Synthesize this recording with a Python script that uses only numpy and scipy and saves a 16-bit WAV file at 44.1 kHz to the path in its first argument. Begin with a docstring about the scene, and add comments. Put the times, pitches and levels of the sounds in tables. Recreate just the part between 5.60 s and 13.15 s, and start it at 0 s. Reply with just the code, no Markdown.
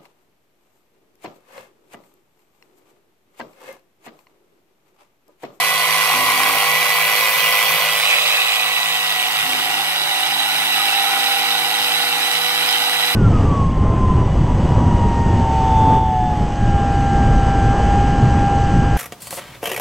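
"""A corded jigsaw cuts a plywood sheet outdoors, close to a hand-held camera.
From the start the motor shaft and crank gears whine, chips and blade knocks make the casing roar and
the plywood ring, the fan hisses and faint air puffs. At about 0.5 s the blade binds and the sheet rumbles.
After two seconds the camera swings away, shifting every layer's level or tone; near 3.8 s the blade binds
again, more gently. Tones are wavering cosines; the other sounds are mostly filtered noise."""
import sys
import numpy as np
from scipy import signal
from scipy.fft import rfft, irfft, next_fast_len
from scipy.io import wavfile
from scipy.ndimage import uniform_filter1d, map_coordinates

SR = 44100
rng = np.random.default_rng(int(sys.argv[2]) if len(sys.argv) > 2 else 0)


def dump_mix(stems):
    """Bounce the given channels to the path in sys.argv[1] as a 16-bit WAV at rate SR."""
    frames = np.atleast_2d(stems).T  # one column per channel
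    limited = np.clip(frames, -1, 1)  # hard clip at full scale
    pcm = np.round(limited * 32767).astype(np.int16)
    wavfile.write(sys.argv[1], SR, pcm)


N = 332955

# "Near, swinging, far" are the three camera views. Levels are relative: layers may add an overall level.
# camera path: [t/s, view (0 near, 1 swinging, 2 far)]
VIEW = [(0, 0), (2.2, 0.15), (2.5, 0.95), (3.5, 1.25), (4.2, 2), (7.55, 2.013)]
# saw speed, sagging under load: [t/s, strokes per second]
STROKE_SPEED = [(0, 53.81), (.4, 53.77), (.72, 52.8), (.97, 52.95), (1.22, 53.68), (1.8, 53.88),
                (2.3, 53.81), (2.7, 53.62), (3.25, 53.17), (3.8, 52.46), (4.05, 52.4), (4.6, 53),
                (5.05, 53.2), (5.75, 53.02), (6.1, 53.13), (7.55, 53.48)]
# shared level of casing and fan: [t/s, level/dB]
LOUDNESS = [(0, -17), (.6, -16.5), (1.05, -17), (2.05, -16.5), (2.7, -19), (3.2, -21.5), (3.9, -21.5),
            (4.35, -23.5), (5, -21.5), (5.6, -21.5), (7.55, -21.5)]
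# times when the blade binds: [start t/s, end t/s, grip at the start/dB]
BITES = [(0.51, 0.95, -1.5), (3.83, 4.225, -6.5)]

# motor whine: [shaft order, level near/dB, swinging/dB, far/dB, lift while binding/dB]
WHINE = [(1, -36.5, -38.5, -39.5, -0.5), (4, -23.5, -27, -31, -2), (8, -36, -27.5, -27, -4)]
# wavering tones in step with the slap: [stroke order, near/dB, swinging/dB, far/dB, lift while binding/dB]
CHATTER = [(5, -56.5, -64.5, -47, 19.5), (14, -43, -37.5, -36.5, 3), (15, -38, -40.5, -37.5, 0),
           (16, -66, -50, -44, -1), (19, -34, -42, -51.5, 5), (20, -44, -58, -61, -3),
           (21, -41, -37, -55, 2.5), (25, -60, -51, -54, 4)]
# other gear and stroke tones, wavering freely, where shaft order 5 is the gear mesh:
# [shaft order, stroke order to add]
TONE_ORDERS = [(0, 3), (0, 6), (0, 7), (0, 8), (0, 11), (0, 12), (0, 13), (0, 17), (0, 22), (0, 39),
               (1, -2), (1, -1), (1, 1), (1, 2), (1, 3), (1, 4), (1, 5), (2, 0), (2, 1), (3, 0), (5, -3),
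               (5, -2), (5, -1), (5, 0), (5, 2), (5, 7), (6, -2), (6, 0), (12, 0)]
# one row per row of TONE_ORDERS: [level near/dB, swinging/dB, far/dB]
TONE_LEVELS = [(-44.5, -47.5, -47.5), (-73, -62, -51.5), (-50, -53.5, -52), (-59, -76, -68),
               (-41.5, -47, -52.5), (-58, -49, -52), (-38, -43, -64), (-46, -59, -51), (-56, -42, -47.5),
               (-33.5, -45, -45), (-57, -56, -59), (-48, -57, -63), (-44, -50, -60), (-49, -48, -83),
               (-60, -55, -75), (-42, -45, -66), (-34, -48, -44), (-36.5, -46, -46), (-37, -70, -49.5),
               (-39.5, -51, -38.5), (-31.5, -53, -40), (-62, -59, -37.5), (-37, -37, -64), (-35, -57, -90),
               (-35, -32, -50), (-49, -45, -46), (-35.5, -40, -36.5), (-40, -33, -37), (-46, -52, -45.5)]
# extra tones while the blade binds: [stroke order], and for each its [level/dB]
SHAKE_ORDERS = (2, 4, 6, 8, 22, 25)
SHAKE_LEVELS = [-47.5, -49, -46, -54, -38, -42]
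# tones that swell or fade for a while: {nearest stroke order: [centre t/s, length/s, lift/dB]}
SWELLS = { 5: [(1.1, 0.22, 6), (3.35, 0.84, 9), (4.36, 0.37, -19)], 9: [(.12, 1.2, -4), (3.4, 1.3, -5.5),
          (4.36, 0.2, -6), (4.65, 1.5, -12), (5.8, 1.4, -0.5)], 7: [(1.15, 0.22, -3), (3.2, .45, -14),
          (4.87, 0.4, -9), (7.2, 0.97, -6)], 10: [(.7, .5, -9), (2.1, 1, 6.5)], 11: [(.2, 0.46, -10),
          (2.55, 0.46, 7), (3.4, 0.92, -19), (4.45, 0.43, 8.5)], 14: [(1.12, .22, -10), (1.76, .4, -8),
          (2.62, 0.2, -1), (3.65, 0.35, 3.5)], 15: [(.2, .65, -12), (.97, 0.35, 8.5), (3.55, 0.4, -6),
          (4.75, 0.79, 4.5), (5.52, 0.82, 11.5), (6.02, .45, 3.5)], 19: [(.45, .45, 2.3), (3.55, .8, 6.8),
          (4.6, 1.3, 4.2), (5.62, .4, 8.5)], 20: [(.2, 0.49, 8.1), (.76, 0.5, 11), (1.15, .3, 3.6),
          (2.12, .25, 4), (5.7, .4, 8)], 21: [(.8, 1.3, 10), (3.65, 0.55, -13), (5.1, 1.9, 7)],
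          25: [(5.52, 0.49, 10), (6.62, .25, 9)], 37: [(2.55, 0.59, -4), (7.45, .7, -0.5)],
          74: [(.12, .55, 2.5), (2.02, .55, -6), (3.9, 0.74, -9)]}

# colour of the casing roar: [f/Hz, near/dB per Hz, swinging/dB per Hz, far/dB per Hz]
CASING_COLOUR = [ (130, -47, -32.5, -32.5), (238, -44, -30, -22.5), (295, -34, -29, -17.5),
                 (366, -25, -25, -16.5), (650, -11.5, -11.5, -17), (1190, -15.5, -19.5, -12.5),
                 (1620, -11, -10.5, -7.5), (1847, -9.5, -7, -5), (2080, -3.5, -3, -3), (3100, -8, -2.5, -3),
                 (3850, -8.5, -3.5, -4.5), (4130, -8, -14.5, -12.5), (4920, -12, -10.5, -11),
                 (5580, -14, -16, -14), (6700, -18.5, -17, -18), (10000, -29, -28, -35)]
# casing resonances: [f/Hz, width/Hz, lift near/dB, swinging/dB, far/dB]
CASING_MODES = [(1260, 126, 3, 12.3, 7.6), (1464, 84, 6.5, 6.5, 4.3), (3300, 280, 4.5, 0.89, 0.1),
                (3800, 550, -6.5, 1.4, 3.6), (5090, 260, -3, .1, 5.2)]
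# two drifting bright bands, low in the casing and high in the fan: [t/s, low f/Hz, lift/dB, high f/Hz, lift/dB]
GLIDE = [ (0, 2300, 1.2, 10700, 2.4), (1, 2390, 5.4, 11000, 2.9), (2.2, 2470, 6.3, 12500, 5.2),
         (2.45, 2420, 3.2, 12000, 1), (3, 2550, 6.4, 12700, 1.9), (3.6, 2750, 3.7, 13000, 1.9),
         (4.2, 2880, 4.6, 12400, 0.77), (7.55, 3130, 1.8, 11800, 1.2)]
# bands of the casing roar that flare or sink for a moment: [centre t/s, length/s, f/Hz, width/Hz, lift/dB]
FLARES = [(2.35, 0.17, 2200, 1400, -2), (2.08, 0.36, 3340, 310, 2.5), (1.87, 0.12, 2900, 390, 6),
          (2.52, 0.094, 2480, 490, 7.5), (2.8, 0.28, 2650, 400, 2.5), (1.65, 0.35, 2800, 600, -2),
          (5.3, 0.84, 2650, 400, 1.5), (6.2, 0.061, 2850, 960, 2.5), (7.1, 0.3, 3100, 600, 2.5),
          (5.4, 0.15, 2800, 500, -0.5), (5.55, 0.51, 1300, 260, 4)]

# plywood modes: [f/Hz, width/Hz (widened when filtering), delay after the slap/ms, slap lift/dB]
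SHEET_MODES = [(1087, 280, -0.45, -1.3), (793, 194, -0.4, 0), (1366, 190, 2.5, 3)]
# one row per plywood mode: [level near/dB, swinging/dB, far/dB]
SHEET_LEVELS = [(-24, -27, -37.5), (-34, -32, -26), (-41, -42, -36)]
# slaps given a set strength, strong or weak: [t/s, lift/dB]
SET_SLAPS = [(.041, 4), (.136, -6), (.265, 9), (.468, 12), (.502, 13), (.521, 12), (.54, 14), (.558, 2),
             (.672, 4), (.69, 12), (.709, 9), (.785, 1), (.804, 12), (.823, 0), (.86, 3), (.898, 14.5),
             (1.012, 12), (1.03, 14), (1.295, 0), (1.39, 10), (1.574, 10), (1.666, 5), (1.847, 7),
             (1.883, 2), (1.955, 6), (2.01, 11), (2.11, 11), (2.147, 8), (2.184, 6), (3.006, 6), (4.591, 8),
             (4.91, 6), (4.95, 8), (5.106, 7), (5.178, -1), (5.495, 9), (5.533, 10), (5.646, 10),
             (5.836, 4), (5.857, 8), (6.082, 6), (6.292, 7), (6.44, 7), (6.59, 2), (7.21, 4), (7.395, 9),
             (7.5, 11)]
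# colour of the rumble while binding: [f/Hz, level/dB per Hz]
THUD = [(30, -30), (70, -21), (120, -2), (350, 5), (700, -21), (1500, -60)]

# colour of the fan hiss: [f/Hz, near/dB per Hz, swinging/dB per Hz, far/dB per Hz]
FAN_COLOUR = [ (4000, -55, -45, -42), (7320, -11.5, -2, -5), (8500, -2.5, 5.5, 5), (8900, -1, 2, 1.5),
              (10700, -2.5, 0, 2), (11600, 0.5, 1.5, 1.5), (13000, -2.5, 3, 1), (14500, -1, -7, -1),
              (15600, -4, -1, -9)]
# fan level added to LOUDNESS: [near/dB, swinging/dB, far/dB]
FAN_LEVELS = (-5.5, -8, -5.5)
# colour of the breeze: [f/Hz, level/dB per Hz]
GUST = [(20, -23), (60, -20), (100, -15.5), (140, -3), (220, -15), (600, -70)]
# level of the breeze: [near/dB, swinging/dB, far/dB]
BREEZE_LEVELS = (-50.5, -57, -56.5)
# puffs of breeze: [centre t/s, length/s, lift/dB]
PUFFS = [(.25, .5, 4), (.7, 0.29, 4), (1.104, .1, 6), (1.983, 0.26, 4), (2.206, .1, 11), (2.4, 0.14, 7),
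         (2.94, .08, 6), (3.85, .2, 9), (5.45, .1, 8)]

# the two sound ports: [f/Hz, left over right near/dB, far/dB, likeness near (0-1), far (0-1)]
PORTS = [ (60, 16, -6, 0.56, 0.28), (160, 1.5, 1, 0.95, 0.43), (760, -2.5, -3, 0.76, 0.57),
         (1060, -3, -2, 1, 0.49), (1790, -1.5, -0.5, 0.13, 0.26), (2090, -2, -0.5, 0.41, 0.55),
         (3100, -1, -3.5, 0.23, 0.94), (3710, -8.5, -3, 0.18, 0.75), (4100, -2.5, -11.5, 0.45, 0.091),
         (4860, -4.5, -7, 0.072, 0.63), (7340, -4, -7, 0.046, 0.13), (9100, -1.5, 0, 0.31, 0.33),
         (11500, -2.5, -3, 0.45, 0.28), (15000, -1, 0, 0.99, 0.27)]
# how far the left port leads the right, near and then far: [f/Hz, lead/rad]
LEAD_NEAR = [(0, 0.5), (1000, 0.46), (1600, 1.5), (2000, 0.86), (2600, 1.73), (3300, 0.5), (4000, -1.1),
             (5000, 3), (9000, -1), (15000, 3)]
LEAD_FAR = [(0, 1), (1400, -0.66), (2000, -1.81), (3000, -2), (4000, -3), (4700, -8.5), (5100, -8.5),
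            (7500, -7), (9000, -8.5), (12000, -10.5), (15000, -11.5)]

GEAR = 46 / 5  # shaft turns per stroke: 46-tooth crank gear over five-tooth pinion
FLUTTER_DB = 0.5  # fast whine flutter at shaft order 1; higher orders flutter more
SLAP_LEAD = 0.052  # chatter leads the whole stroke by this share of a stroke
KNOCK_AT, SECOND_HARDER_DB = .06, 1.6  # first knock (share of a stroke), extra strength of the second
MID_KNOCK = .35  # size of the lighter tick as the crank passes mid travel
SHEET_BIND_DB = 0.5  # binding rings the sheet harder
FRAME = 1024  # samples per filter frame
PATCH_BINS, PATCH_FRAMES = 4, 3  # patches of uneven level: about 170 Hz by 35 ms
TOP_HZ = 15730  # upper band limit of the input


def amp(db):
    """Turn dB into an amplitude factor."""
    return 10 ** (np.asarray(db) / 20)


def unit(x):
    """Scale a signal to rms 1."""
    return x / np.sqrt(np.mean(x ** 2) + 1e-20)


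def curves(rows, t=None):
    """One value per sample (or per time in t) for each column after the time."""
    s, *cols = np.transpose(rows)
    t = np.arange(N) / SR if t is None else t
    return [np.interp(t, s, c) for c in cols]


def wobble(rate):
    """A smooth random curve with rate knots a second."""
    coarse = np.arange(0, N + 64, 64)
    knots = rng.standard_normal(int(N * rate / SR) + 4)
    return np.interp(np.arange(N), coarse, map_coordinates(knots, [coarse * rate / SR]))


def hump(centre_s, length_s, t=None):
    """A smooth rise and fall of height 1."""
    t = np.arange(N) / SR if t is None else t
    return np.exp(-(2 * (t - centre_s) / length_s) ** 2)


def bump(hz, centre_hz, width_hz):
    """A resonance bell of height 1 on the frequency grid."""
    return 1 / (1 + (2 * np.subtract.outer(hz, centre_hz) / width_hz) ** 2)


def by_view(values, view):
    """Blend one value (or column) per camera view."""
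    share = [np.clip(1 - np.abs(view - k), 0, 1) for k in range(len(values))]
    return sum(np.multiply.outer(v, s) for v, s in zip(values, share))


def on_log(rows, hz):
    """Read each column after the frequency on a log frequency axis."""
    f, *cols = np.transpose(rows)
    return [np.interp(np.log(hz + 1), np.log(f), c) for c in cols]


def heard(pair, colour, patchy_db=0):
    """Colour a source and its scattered twin, then mix them at both ports as the view dictates."""
    hz, t, (direct, stray) = signal.stft(pair, SR, nperseg=FRAME)
    view = curves(VIEW, t)[0]
    far = np.clip(view, 0, 1)
    patches = uniform_filter1d(rng.standard_normal(direct.shape), size=PATCH_BINS, axis=0)
    patches = uniform_filter1d(patches, size=PATCH_FRAMES, axis=1)
    gain = colour(hz, view, t) * amp(patchy_db * unit(patches))
    tilt_near, tilt_far, alike_near, alike_far = on_log(PORTS, hz)
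    # the less alike the ports, the more of the twin goes in with opposite signs
    turn = np.arccos(np.clip(by_view([alike_near, alike_far], far), 0, 1)) / 2
    lead_near = np.interp(hz, *np.transpose(LEAD_NEAR))
    lead_far = np.interp(hz, *np.transpose(LEAD_FAR))
    lead = by_view([lead_near, lead_far], far)
    # half of each level and phase difference goes to each port
    ear = amp(by_view([tilt_near, tilt_far], far) / 2) * np.exp(.5j * lead)
    mid = gain * np.cos(turn) * direct
    side = gain * np.sin(turn) * stray
    ports = np.array([(mid + side) * ear, (mid - side) / ear])
    return signal.istft(ports, SR, nperseg=FRAME)[1][:, :N]


def tone(stroke, order, db, waver_db, blur, start=None):
    """One order of the stroke, wavering in level and phase; start in turns, else random."""
    chance = rng.random()
    start = chance if start is None else start
    phase = 2 * np.pi * (order * stroke + start) + blur * wobble(6)
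    return np.sqrt(2) * amp(db + waver_db * np.tanh(wobble(11))) * np.cos(phase)


def tone_db(order, near_db, swing_db, far_db, bind_db):
    """Level of one order: set by the view, changed by binding and by its own swells."""
    t = np.arange(0, N + 128, 128) / SR
    swell_db = sum(db * hump(s, length, t) for s, length, db in SWELLS.get(round(order), []))
    view_db = by_view([near_db, swing_db, far_db], curves(VIEW, t)[0])
    return np.interp(np.arange(N) / SR, t, view_db + bind_db * binding(t) + swell_db)


def gears(stroke):
    """Turning shaft, meshing teeth and crank give tones at multiples of their rates; binding adds more."""
    x = np.zeros(N)
    for shaft, *db in WHINE:
        order = shaft * GEAR
        flutter_db = FLUTTER_DB * shaft ** 0.79 * wobble(55)
        x = x + tone(stroke, order, tone_db(order, *db) + flutter_db, waver_db=0.8, blur=0.53)
    for order, *db in CHATTER:
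        x = x + tone(stroke + SLAP_LEAD, order, tone_db(order, *db), waver_db=3, blur=0.55, start=0)
    for (shaft, crank), db in zip(TONE_ORDERS, TONE_LEVELS):
        order = shaft * GEAR + crank
        level_db = tone_db(order, *db, bind_db=-1.0)
        # speed jitter blurs higher orders more
        x = x + tone(stroke, order, level_db, waver_db=3.5, blur=0.71 + 0.016 * order)
    for order, db in zip(SHAKE_ORDERS, SHAKE_LEVELS):
        x = x + binding() * tone(stroke, order, db, waver_db=3.5, blur=0.4)
    return amp(0.3) * heard(np.array([x, 0 * x]), lambda hz, view, t: 1)


def reversals(stroke, scatter_db, fall):
    """The blade holder knocks at each end of its travel: sudden rise, uneven size, harder at one end."""
    half = 2 * (stroke + 1 - KNOCK_AT)  # counts half strokes
    turn = half.astype(int)
    count = turn[-1] + 1
    size = amp(scatter_db * rng.standard_normal(count) + SECOND_HARDER_DB * (np.arange(count) % 2))
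    return size[turn] * np.exp(-(half - turn) / fall)


def chips(stroke, knock, spiky_db, shaft_db):
    """Teeth tear chips: noise with uneven spikes that beats with the shaft, with the knocks on top."""
    beat_db = shaft_db * np.cos(2 * np.pi * GEAR * stroke)
    size = uniform_filter1d(rng.standard_normal(N), size=40)  # both paths carry the same chips
    return (1 + knock) * amp(beat_db + spiky_db * unit(size)) * rng.standard_normal((2, N))


def casing(stroke, knock):
    """The housing roars as chips and knocks shake it, coloured by its resonances."""
    def colour(hz, view, t):
        glide_hz, glide_db = curves(GLIDE, t)[:2]
        modes_db = sum(np.outer(bump(hz, c, w), by_view(db, view)) for c, w, *db in CASING_MODES)
        flare_db = sum(np.outer(bump(hz, c, w), db * hump(s, length, t)) for s, length, c, w, db in FLARES)
        drift_db = glide_db * bump(hz, glide_hz, width_hz=340)
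        return amp(by_view(on_log(CASING_COLOUR, hz), view) + modes_db + flare_db + drift_db)
    level = amp(1.0 + curves(LOUDNESS)[0] + 0.24 * wobble(13))
    drive = chips(stroke, 1.9 * knock, spiky_db=0.9, shaft_db=0.1)
    return level * unit(heard(drive, colour, patchy_db=2.2))


def slaps(stroke):
    """The shoe slaps the sheet once a stroke, unevenly, harder while the blade binds."""
    uneven = stroke + .015 * wobble(30)
    at = np.flatnonzero(np.diff(uneven.astype(int)) > 0)
    size_db = 24 + 4 * rng.standard_normal(N)[at]
    for s, db in SET_SLAPS:
        size_db[np.argmin(np.abs(at - s * SR))] = 27.5 + db  # the slap nearest that time
    x = np.zeros(N)
    x[at] = amp(size_db) * (0.5 + 0.21 * binding()[at])
    return x


def sheet(stroke, knock):
    """Each plywood mode rings in bursts as the teeth tear and the shoe slaps."""
    out, slap = 0, slaps(stroke)
    for (centre, width, late_ms, slap_db), db in zip(SHEET_MODES, SHEET_LEVELS):
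        def colour(hz, view, t):
            # a small panel radiates little below its mode
            weak_below = np.minimum(hz[:, None] / centre, 1) ** 2.6
            return bump(hz, [centre], 1.43 * width) ** 1.75 * weak_below
        tearing = unit(chips(stroke, 0.74 * knock, spiky_db=1.5, shaft_db=-0.5))
        late_slap = amp(slap_db) * np.roll(slap, round(late_ms * SR / 1e3))
        ring = heard(tearing + late_slap, colour)
        level_db = by_view(db, curves(VIEW)[0]) - 4.0 + SHEET_BIND_DB * binding()
        unsteady_db = 0.66 * wobble(9.2) + 0.62 * wobble(19)
        out = out + amp(level_db + unsteady_db) * unit(ring)
    return out


def fan(stroke, knock):
    """Cooling air and brushes hiss: bright noise, rough with the chips and knocks."""
    def colour(hz, view, t):
        glide_hz, glide_db = curves(GLIDE, t)[2:]
        drift_db = glide_db * bump(hz, glide_hz, width_hz=1300)
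        return amp(by_view(on_log(FAN_COLOUR, hz), view) + drift_db)
    drive = chips(stroke, 0.35 * knock, spiky_db=1.06, shaft_db=0.3)
    air = heard(drive, colour, patchy_db=2.0)
    level_db = by_view(FAN_LEVELS, curves(VIEW)[0]) + curves(LOUDNESS)[0]
    return amp(level_db + 0.25 * wobble(9)) * unit(air)


def breeze():
    """Faint lumps of moving air press on the ports: low noise, swelling unevenly and in puffs."""
    m = next_fast_len(N)
    colour = amp(on_log(GUST, np.fft.rfftfreq(m, 1 / SR))[0])
    low = irfft(rfft(rng.standard_normal((2, N)), m) * colour, m)[:, :N]
    puff_db = sum(db * hump(s, length) for s, length, db in PUFFS)
    level_db = by_view(BREEZE_LEVELS, curves(VIEW)[0]) + puff_db
    lumps = amp(4.6 * wobble(17) + 1.5 * wobble(3.66))
    return amp(level_db) * unit(lumps * (low + 0.4 * low[::-1]))  # each port shares some of the other


def binding(t=None):
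    """0-1 grip of the cut on the blade: sudden start, slow easing, then a quick release."""
    t = np.arange(N) / SR if t is None else t
    grip = 0
    for start, end, db in BITES:
        rise = np.clip((t - start) / 0.022, 0, 1)
        release = np.clip((end - t) / 0.077 + 1, 0, 1)
        grip = grip + amp(db) * rise * release * amp(-6 * (t - start))  # eases by 6 dB a second
    return grip


def shudder():
    """The sheet rumbles on its supports while the blade binds: low noise that follows the grip."""
    def colour(hz, view, t):
        return amp(on_log(THUD, hz)[0])[:, None]
    return amp(-38.5) * binding() * unit(heard(rng.standard_normal((2, N)), colour))


def scene():
    """Count the strokes, make the knocks and add up all the sources."""
    stroke = np.cumsum(curves(STROKE_SPEED)[0]) / SR
    end_knock = reversals(stroke, scatter_db=1.5, fall=0.18)
    mid_knock = MID_KNOCK * reversals(stroke + .25, scatter_db=2, fall=0.18)
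    knock = end_knock + mid_knock
    machine = gears(stroke) + casing(stroke, knock) + sheet(stroke, knock) + fan(stroke, knock)
    return machine + breeze() + shudder()


def record(dry):
    """The input rounds off the highest peaks, weakens deep bass and keeps nothing above its band limit."""
    soft = dry / (1 + np.abs(dry / .95) ** 6) ** (1 / 6)
    m = next_fast_len(N + SR // 10)
    hz = np.fft.rfftfreq(m, 1 / SR)
    bass_cut = 1 / (1 + (70 / (hz + 1)) ** 2)
    return irfft(rfft(soft, m) * (hz < TOP_HZ) * bass_cut, m)[:, :N]


dry = scene()
out = record(dry)
dump_mix(out)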